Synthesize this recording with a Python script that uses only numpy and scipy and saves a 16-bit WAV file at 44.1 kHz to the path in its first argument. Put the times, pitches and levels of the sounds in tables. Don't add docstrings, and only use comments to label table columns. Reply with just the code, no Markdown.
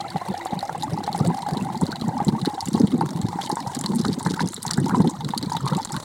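import sys
import numpy as np
from scipy import signal
from scipy.fft import rfft, irfft, next_fast_len
from scipy.io import wavfile
from scipy.ndimage import uniform_filter1d, map_coordinates

SR = 44100
rng = np.random.default_rng(int(sys.argv[2]) if len(sys.argv) > 2 else 0)


def dump_mix(stems):
    frames = np.atleast_2d(stems).T
    limited = np.clip(frames, -1, 1)
    pcm = np.round(limited * 32767).astype(np.int16)
    wavfile.write(sys.argv[1], SR, pcm)


N = 266584

# [start t/s, level/dB before the layer's trim, f/Hz, length/cycles]
GLUGS = [(0.15, -14.5, 189, 1.8), (0.297, -18.5, 190.3, 3.5), (0.526, -18, 210, 1.3),
         (0.563, -23, 174.8, 3.9), (0.927, -17.5, 162.2, 3.1), (0.986, -22.5, 204, 2.5),
         (1.204, -10.5, 164.2, 1.26), (1.243, -21, 196.3, 2), (1.268, -17, 173.5, 5.5),
         (1.521, -14, 158.7, 1.8), (1.565, -17.5, 227, 2.5), (1.616, -17, 206, 2.7),
         (1.822, -10, 170.7, 2.1), (1.887, -19, 226, 1.4), (2.015, -18.5, 234.3, 0.87),
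         (2.074, -15, 183.3, 2.5), (2.213, -17, 181.5, 1.16), (2.264, -13, 202, 0.81),
         (2.278, -8.5, 188.3, 2.2), (2.33, -19.5, 229.5, 4.2), (2.42, -18, 165.3, 1.1),
         (2.47, -8, 273.8, 1.55), (2.681, -18.5, 237, 2), (2.742, -8, 213, 1.46), (2.767, -16, 216, 2.3),
         (2.802, -7, 257, 2.1), (2.835, -6, 228.1, 2.9), (2.937, -12, 249.6, 5.2), (2.982, -16.5, 228, 1.7),
         (3.013, -18, 174.7, 2.5), (3.031, -16, 269, 1.8), (3.189, -16.5, 184.4, 1.8),
         (3.248, -15.5, 237.4, 1.2), (3.353, -19.5, 254, 0.82), (3.523, -17.5, 255, 0.86),
         (3.768, -18.5, 245, 1.94), (3.897, -16.5, 201, 3.4), (3.939, -20, 208.6, 5.8),
         (3.994, -14, 215, 3), (4.057, -15, 228.8, 2.3), (4.087, -14.5, 228.3, 3.9),
         (4.174, -15.5, 218, 1.7), (4.261, -13.5, 184, 2.8), (4.303, -18, 283.6, 2.5),
         (4.333, -16, 223, 0.91), (4.408, -16, 199.3, 2.2), (4.43, -14, 184.8, 2.1),
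         (4.451, -17.5, 198, 1.8), (4.662, -23, 166.3, 2.05), (4.783, -16, 207, 4.7),
         (4.808, -17.5, 156.2, 3.6), (4.855, -23.5, 196.6, 3.5), (4.928, -13.5, 171, 3.7),
         (4.973, -15.5, 248.5, 4.2), (4.998, -7, 172.3, 2.3), (5.047, -12.5, 312.4, 1.8),
         (5.065, -12.5, 239, 3.8), (5.246, -21.5, 154.6, 4.2), (5.299, -19, 173, 1.4),
         (5.431, -22, 298, 4.3), (5.465, -16, 193, 1.03), (5.633, -19, 144.2, 4.4),
         (5.719, -15, 162.6, 1.9), (5.758, -15.5, 182.6, 2.24), (5.963, -18, 183, 1)]
# [t/s, level/dB before the layer's trim, f/Hz, decay time/cycles]
BUBBLES = [(0.002, -23.5, 783, 6.2), (0.05, -26.5, 807, 4.6), (0.159, -15, 786, 3), (0.216, -21.5, 724, 3),
           (0.262, -24.5, 810, 2.5), (0.341, -19.5, 727, 5.4), (0.41, -26, 2140, 8.8),
           (0.458, -16, 756, 2.3), (0.522, -23, 828, 9.5), (0.533, -20, 794, 3.3), (0.628, -17, 765, 3.5),
           (0.694, -16, 834, 1.5), (0.692, -37, 1380, 11), (0.748, -19.5, 784, 2.7),
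           (0.832, -20.5, 850, 6.5), (0.975, -21.5, 878, 5.3), (1.005, -24, 760, 1.7),
           (1.077, -14, 786, 3.9), (1.147, -18, 805, 2.7), (1.161, -33, 2230, 12), (1.2, -22, 776, 3.4),
           (1.3, -19.5, 780, 2.3), (1.34, -23, 782, 4), (1.381, -22, 822, 3.9), (1.463, -21.5, 820, 4.3),
           (1.487, -19, 776, 4.6), (1.547, -22, 728, 4.2), (1.578, -28, 840, 3.6), (1.61, -23.5, 2710, 9.9),
           (1.668, -23.5, 867, 3.9), (1.701, -20, 835, 2.6), (1.746, -22, 866, 3.8),
           (1.816, -22.5, 962, 3.4), (1.927, -22.5, 1480, 4.5), (2.089, -21.5, 858, 4.9),
           (2.168, -26.5, 860, 7.4), (2.202, -13, 827, 2.9), (2.35, -23, 890, 3.3),
           (2.45, -21.5, 1650, 3.1), (2.48, -23, 837, 10), (2.504, -26.5, 851, 7.6), (2.534, -27, 820, 6),
           (2.579, -19, 850, 6.1), (2.625, -23.5, 867, 4.8), (2.749, -21.5, 830, 4.2),
           (2.777, -18.5, 860, 1.2), (3.011, -12.5, 900, 3.2), (3.329, -21, 860, 3.2),
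           (3.362, -29, 830, 2.5), (3.387, -18.5, 846, 4.8), (3.499, -15, 860, 2.6),
           (3.516, -27, 855, 13.3), (3.57, -15.5, 893, 1.26), (3.663, -21.5, 887, 6.7),
           (3.859, -25.5, 940, 3.3), (3.935, -23, 890, 2.2), (4.045, -26, 840, 3.4),
           (4.049, -13.5, 1314, 1.2), (4.207, -23.5, 927, 4), (4.262, -19, 1620, 3.1),
           (4.263, -14, 930, 2.4), (4.341, -25.5, 1570, 3.5), (4.373, -25.5, 929, 7.1),
           (4.394, -13, 1464, 1.5), (4.405, -17.5, 934, 5.4), (4.651, -20.5, 918, 2.9),
           (4.706, -20.5, 1550, 2.8), (4.777, -21.5, 1630, 5), (4.779, -22.5, 836, 1.5),
           (4.863, -22.5, 892, 7.7), (4.896, -19.5, 1120, 1.9), (4.908, -22, 1504, 5.1),
           (4.946, -13, 970, 2.4), (5.004, -17.5, 860, 2.2), (5.045, -20, 824, 3.7), (5.092, -31, 950, 7.3),
           (5.206, -26, 872, 3.5), (5.336, -14, 926, 3.4), (5.518, -18, 922, 5.4), (5.548, -19.5, 894, 5.3),
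           (5.665, -17.5, 1012, 2), (5.67, -32, 1210, 11), (5.733, -26, 965, 4), (5.779, -20.5, 845, 4.4),
           (5.797, -22.5, 893, 3.7), (5.905, -25, 870, 2.5), (5.942, -29, 1480, 5.3),
           (5.965, -23.5, 1536, 3.4)]
# [t/s, level/dB before the layer's trim, f/Hz]
SPRAY = [(0.591, -19, 4120), (0.607, -22.5, 4180), (0.824, -15, 3900), (0.834, -17, 7000),
         (1.039, -19, 4030), (1.1288, -16.5, 4140), (1.1782, -17, 9900), (1.489, -23.5, 4450),
         (1.571, -20, 3870), (1.8125, -19, 7400), (1.8664, -21, 4270), (1.9582, -17, 4050),
         (2.0124, -18.5, 4000), (2.2483, -17.5, 7500), (2.2827, -16, 4010), (2.415, -18.5, 4000),
         (2.45, -21, 3930), (2.4571, -11.5, 4100), (2.607, -10.5, 4700), (2.6565, -15.5, 7140),
         (2.685, -15, 7160), (2.74, -19.5, 4070), (2.7985, -16.5, 6050), (2.872, -20, 3240),
         (3.1068, -22, 5500), (3.4615, -20.5, 3750), (3.516, -13.5, 4630), (3.556, -18, 7400),
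         (3.7489, -12.5, 7360), (3.79, -14, 6700), (3.8114, -10.5, 7440), (3.8609, -9.5, 4240),
         (3.9585, -13, 8700), (4.014, -19, 4770), (4.0514, -22.5, 3850), (4.082, -18.5, 4200),
         (4.13, -17, 4630), (4.195, -19, 6960), (4.251, -17.5, 5600), (4.4055, -16.5, 3880),
         (4.4745, -16.5, 4970), (4.487, -14, 6350), (4.522, -22.5, 7100), (4.5428, -14, 7640),
         (4.6295, -10, 8700), (4.644, -28, 8300), (4.6646, -10.5, 6350), (4.6792, -14, 4200),
         (4.7095, -15, 4800), (4.7346, -10, 4700), (4.774, -17.5, 7900), (4.801, -18, 8450),
         (4.86, -20, 5200), (5.074, -16.5, 3440), (5.098, -22.5, 8050), (5.306, -22, 3620),
         (5.3776, -8.5, 4530), (5.4275, -13.5, 4360), (5.522, -18, 4800), (5.553, -26, 4700),
         (5.5666, -15, 3680), (5.6758, -18, 4140), (5.749, -15.5, 3840), (5.829, -19.5, 4360),
         (5.849, -11.5, 7500), (5.921, -15, 7400), (5.965, -14.5, 3940)]
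# [t/s, level/dB before the layer's trim, length/s]
SPLASHES = [(0.004, -30.5, 0.0095), (0.795, -41, 0.013), (3.435, -34.5, 0.033), (3.51, -47, .025),
            (3.748, -33, 0.013), (3.825, -49, 0.043), (3.983, -29.5, 0.017), (4.045, -28, 0.0089),
            (4.108, -38, 0.037), (4.261, -30, 0.011), (4.298, -33, 0.021), (4.336, -30, .009),
            (4.397, -34.5, 0.032), (4.705, -25, .009), (4.95, -37, 0.01), (5.676, -26, 0.0084),
            (5.943, -49, .03)]
# [t/s, churning level/dB, bubbling level/dB, spraying level/dB],
# each before its trim in stirred_water
STIRRING = [(0.0, -45, -37, -48.5), (0.42, -53.5, -38.5, -47), (1.1, -39, -38, -50),
            (1.25, -29.5, -33.5, -46), (1.41, -49.5, -36, -47.5), (1.55, -37, -38.5, -49),
            (1.9, -42, -38.5, -45.5), (2.45, -35.5, -38, -53), (2.6, -50.5, -43.5, -50.5),
            (2.7, -35.5, -47, -41.5), (2.9, -40.5, -44, -45.5), (3.25, -33.5, -39.5, -48),
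            (3.42, -43.5, -44, -43), (3.53, -41, -38, -44), (3.8, -40.5, -42, -46.5),
            (4.0, -34, -46, -45.5), (4.44, -39.5, -42, -47), (4.56, -46.5, -59, -44),
            (4.72, -49, -40, -43.5), (4.8, -26, -57, -45.5), (4.91, -34.5, -36, -45),
            (5.06, -30.5, -52, -46), (5.14, -43.5, -43.5, -46.5), (5.28, -42, -50, -46.5),
            (5.53, -39, -46.5, -41), (5.75, -45, -32.5, -39.5), (5.87, -49, -56, -43),
            (5.95, -34.5, -36.5, -45), (6.04, -58, -52, -43.5)]
# [f/Hz, level/dB]
CHURN = [(25, -38), (50, -41), (80, -18), (130, 0.5), (175, 3), (250, -38), (330, -2), (550, -25.5),
         (1200, -70)]
BABBLE = [(350, -26), (600, 16.5), (850, -7), (1100, 10.5), (1350, -34), (2050, -15), (2500, 2.5),
          (5000, -9)]
FIZZ = [(1500, 6.5), (2300, 4), (3100, -1), (4100, -33), (5600, -3.5), (7600, -2.5), (10000, -16),
        (12500, -8), (16000, -5)]
# [t/s, level/dB]
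HISS = [(0, -57.5), (1.8, -54.5), (2.65, -49.5), (3.15, -60), (3.65, -46), (4.75, -50.5), (5.2, -55),
        (5.7, -58), (6.04, -47)]
# [t/s, f/Hz]
BOWL_NOTE = [(0, 745), (2.5, 836), (6, 928)]
# [t/s, f/Hz]
WALL_NOTE = [(0, 2048), (5.997, 1910)]
# [t/s, f/Hz]
BASE_NOTE = [(0, 340.3), (6, 329)]
# [f/Hz, level/dB before each layer's wall level]
WALL = [(100, -1), (500, -4.5), (830, 13.5), (1300, 9), (2000, 21.5), (2600, 3.5), (4100, 3), (5700, -7.5),
        (7600, 6), (15000, -12)]
# [f/Hz, level/dB]
BOWL = [(150, 3), (310, 2), (470, 0.5), (640, -7), (790, 0), (1250, 0.5), (1800, -7), (2050, -6.5),
        (2500, -14.5), (3000, -9), (3400, -7), (3900, -2.5), (6200, -5), (9500, -0.5), (13000, -12)]
# [f/Hz, level/dB]
AIR = [(25, 15.5), (50, -23), (100, 7.5), (300, -51), (1000, -36)]

AIR_DB = -41.5
TOP_HZ = 16100
SWELL_CYCLES = 1.37
CLIMB = .06
LESSER_DROP_DB, LESSER_DROP_SCATTER_DB = 20.5, 5
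DROP_HZ = 4970


def glugs(level_db=-2.5, width=0.61, lobe_db=-11, lobe_ratio=1.6, heave_db=-12, heave_ratio=0.715,
          rough=0.13, sag=0.077, froth_db=-15, froth_hz=330):
    s, db, hz, cycles = np.transpose(GLUGS)[..., None]
    draws = rng.uniform(-1.047, 1, (len(s), 6)).T[..., None]
    phase, lobe_phase, heave_phase, lobe_size, lobe_lag, heave_lag = draws
    lead = .03
    t = clock(3 * lead) - lead
    u = t * hz / (width * cycles)

    def swell(u):
        return 1 / np.cosh(np.where(u < 0, 1.7, 1.3) * np.clip(u, -40, 40))

    wander = unit(uniform_filter1d(rng.standard_normal((len(s), len(t))), size=160, axis=1))
    pitch = hz * (1 + rough * wander - 2 * sag * np.tanh(u / 2))
    angle = 2 * np.pi * np.cumsum(pitch, axis=1) / SR
    pocket = swell(u) * np.sin(angle + np.pi * phase)
    lobe_angle = angle * lobe_ratio * np.exp(0.2037 * lobe_size)
    lobe = swell(0.95 * (u - 0.27 * lobe_lag)) * np.sin(lobe_angle + np.pi * lobe_phase)
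    heave = swell(0.75 * (u - heave_lag)) * np.sin(angle * heave_ratio + np.pi * heave_phase)
    torn = band_passed(rng.standard_normal(u.shape), 2, froth_hz / 2, froth_hz * 1.53)
    froth = swell(0.6 * u) * unit(torn)
    glug = pocket + amp(lobe_db) * lobe + amp(heave_db) * heave + amp(froth_db) * froth
    return placed(s + SWELL_CYCLES / hz - lead, amp(db + level_db) * glug)


def bubbles(level_db=6, puff_db=-13, puff_life=0.0014, twin_db=-17, twin_ratio=5.1, wall_db=-17,
            tick_db=-25, tick_life=0.0043, linger_db=-18.0, linger_s=0.0132):
    s, db, hz, cycles = np.transpose(BUBBLES)[..., None]
    lag, twin_size, shallowness, lift = rng.uniform(0, 1, (len(s), 4)).T[..., None]
    life = cycles / hz
    t = clock(.07)
    rise = 2 * CLIMB * shallowness
    tone = ping(t, hz / (1 + rise), life, rise, attack=0.17 * life)
    twin_hz = hz * twin_ratio ** (.5 + twin_size)
    twin = ping(np.maximum(t - lag * life, 0), twin_hz, 0.5 * life, CLIMB, attack=0.0013)
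    linger = ping(t, hz / (1 + rise), linger_s, 3.5 * CLIMB * lift, attack=linger_s / 2)
    puff = band_passed(noise_burst(tone.shape, t, puff_life), 4, 550, 2150)
    puff /= np.abs(puff).max(axis=1, keepdims=True)
    tick = band_passed(noise_burst(tone.shape, t, tick_life), 1, 900, 4500)
    plink = tone + amp(linger_db) * linger + amp(twin_db) * twin
    plink += amp(puff_db) * puff + amp(tick_db) * tick
    return placed(s, in_bowl(amp(db + level_db) * plink, wall_db, t60=0.061))


def spray(level_db=4, cycles=3.1, crack_db=-12, crack_life=0.0014, litter_db=-9, spread=0.21,
          slap_db=-7, slap_life=0.00012, count=4):
    at = scattered(count=120)
    spraying_db = stirring(at)[2]
    small = lesser(at, spraying_db + LESSER_DROP_DB, LESSER_DROP_SCATTER_DB, DROP_HZ, spread=0.407)
    s, db, hz = np.vstack([SPRAY, small]).T[..., None]
    size, lag = rng.standard_normal((len(s), count, 2)).T[..., None]
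    t = clock(.02)
    tone = ping(t, hz, life=cycles / hz, glide=.015, attack=.00015)
    litter_hz = np.clip(hz * np.exp(spread * size), 2800, 13000)
    late = np.maximum(t - .0035 * np.abs(lag), 0)
    litter = ping(late, litter_hz, life=cycles / litter_hz, glide=.025, attack=.0002).sum(axis=0)
    crack = band_passed(noise_burst(tone.shape, t, crack_life), 2, 3300, 13500)
    slap = noise_burst(tone.shape, t, slap_life) * hz / DROP_HZ
    slap = signal.lfilter(*signal.butter(2, 5500, "high", fs=SR), slap)
    tick = tone + amp(crack_db) * crack + amp(litter_db) * litter + amp(slap_db) * slap
    return placed(s, in_bowl(amp(db + level_db) * tick, wall_db=-7.5, t60=0.027))


def splashing(level_db=1, rise=.0015, release=0.0021, clump_db=4, ring_db=-2):
    s, db, length = np.transpose(SPLASHES)[..., None]
    t = clock(.06)
    envelope = (1 - np.exp(-t / rise)) * np.exp(-np.maximum(t - length, 0) / release)
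    sheets = placed(s, amp(db + level_db) * envelope)
    shower = swarm(count=28000, centre_hz=5670, spread=0.41, cycles=1.2, size_db=12, glide=0, onset=0.11)
    rings = swarm(count=5000, centre_hz=4600, spread=0.3, cycles=8, size_db=6, glide=0.015, onset=0.1)
    return sheets * unit(shower * amp(clump_db * wobble(300)) + amp(ring_db) * rings)


def stirred_water(churn_db=-3, bubble_db=-2, spray_db=-3, pip_db=-6, pip_db_per_s=1, shed_grows=0.4,
                  wall_ring_db=-14, hollow_db=-11, gurgle_db=-4, blip_db=-2):
    s = np.arange(N) / SR
    churning, bubbling, spraying = amp(stirring(s))
    pockets = swarm(count=400, centre_hz=194.6, spread=0.27, cycles=1.51, size_db=6.5, glide=0.058, onset=1.0)
    plinks = swarm(count=520, centre_hz=817.6, spread=0.141, cycles=4.6, size_db=5.0, glide=CLIMB,
                   onset=0.43, rising=True)
    pips = swarm(count=700, centre_hz=1790, spread=0.18, cycles=10.2, size_db=7.0, glide=CLIMB,
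                 onset=0.37, rising=True)
    drops = swarm(count=3600, centre_hz=3980, spread=0.132, cycles=5.6, size_db=2.5, glide=0.025, onset=0.093)
    blips = swarm(count=420, centre_hz=3900, spread=0.27, cycles=10, size_db=6.5, glide=0.02, onset=0.2)
    gurgles = swarm(count=260, centre_hz=640, spread=0.3, cycles=4.5, size_db=5, glide=0.09, onset=0.6)
    low = amp(6.5) * pockets + amp(1) * wash(CHURN, flutter_db=5.5, rate=36)
    surge = splashes(count=420, size_db=11, life=0.0024, rise=0.0022) + amp(-3)
    middle = amp(4.0) * plinks + amp(gurgle_db) * gurgles
    middle += amp(hollow_db) * hollow(76, BOWL_NOTE) + amp(wall_ring_db) * hollow(100, WALL_NOTE)
    shedding = (churning / churning.mean()) ** shed_grows * amp(pip_db_per_s * (s - s.mean()))
    middle += amp(pip_db) * shedding * pips
    middle += amp(-6.0) * surge * wash(BABBLE, flutter_db=4.0, rate=39)
    high = surge * (amp(-2.5) * drops + amp(2.0) * wash(FIZZ, flutter_db=4.5, rate=140))
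    high += amp(blip_db) * blips
    stirred = amp(churn_db) * churning * low + amp(bubble_db) * bubbling * middle
    return stirred + amp(spray_db) * spraying * high


def hiss(flutter_db=5.0, rate=45):
    mist = swarm(count=20000, centre_hz=7300, spread=0.2, cycles=3.5, size_db=9, glide=0, onset=0.1)
    level = amp(np.interp(np.arange(N) / SR, *np.transpose(HISS)))
    return level * unit(mist * amp(flutter_db * wobble(rate)))


def shallow_bowl(sizzle_db=-39, sizzle_hz=2400, drum_db=-45, damping_db_per_s=6.0):
    s = np.arange(N) / SR
    sizzle = swarm(count=4000, centre_hz=sizzle_hz, spread=0.19, cycles=7, size_db=8, glide=0.03, onset=0.14)
    return amp(-damping_db_per_s * s) * (amp(sizzle_db) * sizzle + amp(drum_db) * hollow(8, BASE_NOTE))


def open_air():
    return amp(AIR_DB) * unit(filtered(rng.standard_normal(N), lambda hz: gain(AIR, hz)))


def ping(t, hz, life, glide, attack):
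    turns = hz * (t + glide * t * np.minimum(t / life, 10) / 2)
    return np.sin(2 * np.pi * turns) * np.exp(-t / life) * (1 - np.exp(-t / attack))


def swarm(count, centre_hz, spread, cycles, size_db, glide, onset, rising=False):
    pitch, size, age = rng.standard_normal((count, 3)).T[..., None]
    s = scattered(count)
    note = np.interp(s, *np.transpose(BOWL_NOTE))
    centre = centre_hz * note / note.mean() if rising else centre_hz
    hz = np.clip(centre * np.exp(spread * pitch), 50, TOP_HZ)
    life = cycles / hz * np.exp(0.49 * age)
    t = clock(6 * cycles / centre_hz)
    fade = 1 - (t / t[-1]) ** 2
    rings = ping(t, hz, life, glide, onset * life) * fade
    return unit(placed(s, rings * amp(size_db * 2 * np.tanh(size / 2))))


def wash(spectrum, flutter_db, rate):
    noise = filtered(rng.standard_normal(N), lambda hz: gain(spectrum, hz))
    return unit(noise * amp(flutter_db * wobble(rate)))


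def splashes(count, size_db, life, rise):
    size = amp(size_db * 2 * np.tanh(rng.standard_normal((count, 1)) / 2))
    t = clock(.05)
    strength = size * np.exp(-t / life) * (1 - np.exp(-t / rise))
    return unit(np.sqrt(placed(scattered(count), strength ** 2)))


def hollow(width_hz, track):
    note = np.interp(np.arange(N) / SR, *np.transpose(track))
    drift = wobble(2 * width_hz) + 1j * wobble(2 * width_hz)
    return unit(np.real(drift * np.exp(2j * np.pi * np.cumsum(note) / SR)))


def in_bowl(sounds, wall_db, t60):
    t = clock(.03)
    scatter = rng.standard_normal((len(sounds), len(t))) ** 5
    scatter *= amp(-60 * t / t60) * (t > .0008)
    scatter /= np.linalg.norm(scatter, axis=1, keepdims=True)
    answer = amp(wall_db) * signal.fftconvolve(scatter, causal(WALL)[None], axes=1)
    answer[:, 0] += 1
    return signal.fftconvolve(sounds, answer, axes=1)


def stirring(s):
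    knots, *columns = np.transpose(STIRRING)
    return [np.interp(s, knots, c) for c in columns]


def lesser(s, db, scatter_db, hz, spread):
    size, pitch = 2 * np.tanh(rng.standard_normal((len(s), 2)).T[..., None] / 2)
    return np.hstack([s, db + scatter_db * size, hz * np.exp(spread * pitch)])


def scattered(count):
    jitter = rng.uniform(-0.91, 1, (count, 1))
    return (np.arange(count)[:, None] + jitter) / count * N / SR


def placed(times, sounds):
    at = np.round(times * SR).astype(int) + np.arange(sounds.shape[1])
    inside = (at >= 0) & (at < N)
    return np.bincount(at[inside], sounds[inside], N)


def clock(seconds):
    return np.arange(int(seconds * SR)) / SR


def wobble(rate):
    knots = rng.standard_normal(int(N * rate / SR) + 4)
    return map_coordinates(knots, [np.arange(N) * rate / SR])


def noise_burst(shape, t, life):
    return rng.standard_normal(shape) * np.exp(-t / life)


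def band_passed(x, order, low_hz, high_hz):
    return signal.lfilter(*signal.butter(order, [low_hz, high_hz], "band", fs=SR), x)


def filtered(x, response):
    m = next_fast_len(N + SR // 4)
    return irfft(rfft(x, m) * response(np.fft.rfftfreq(m, 1 / SR)), m)[:N]


def causal(points, size=512):
    cep = irfft(np.log(gain(points, np.fft.rfftfreq(size, 1 / SR))))
    cep[1:size // 2] *= 2
    cep[size // 2 + 1:] = 0
    return irfft(np.exp(rfft(cep)))


def gain(points, hz):
    f, db = np.transpose(points)
    return amp(np.interp(np.log(hz + 1), np.log(f), db))


def amp(db):
    return 10 ** (np.asarray(db) / 20)


def unit(x):
    return x / np.sqrt(np.mean(x ** 2) + 1e-20)


def scene():
    water = glugs() + bubbles() + spray() + splashing() + hiss() + stirred_water() + shallow_bowl()
    return signal.fftconvolve(water, causal(BOWL, size=2048))[None, :N] + open_air()


def record(dry, bass_hz=72):
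    thinned = signal.lfilter(*signal.butter(2, bass_hz, "high", fs=SR), dry[0])
    return filtered(thinned, lambda hz: hz < TOP_HZ)[None]


dry = scene()
out = record(dry)
dump_mix(out)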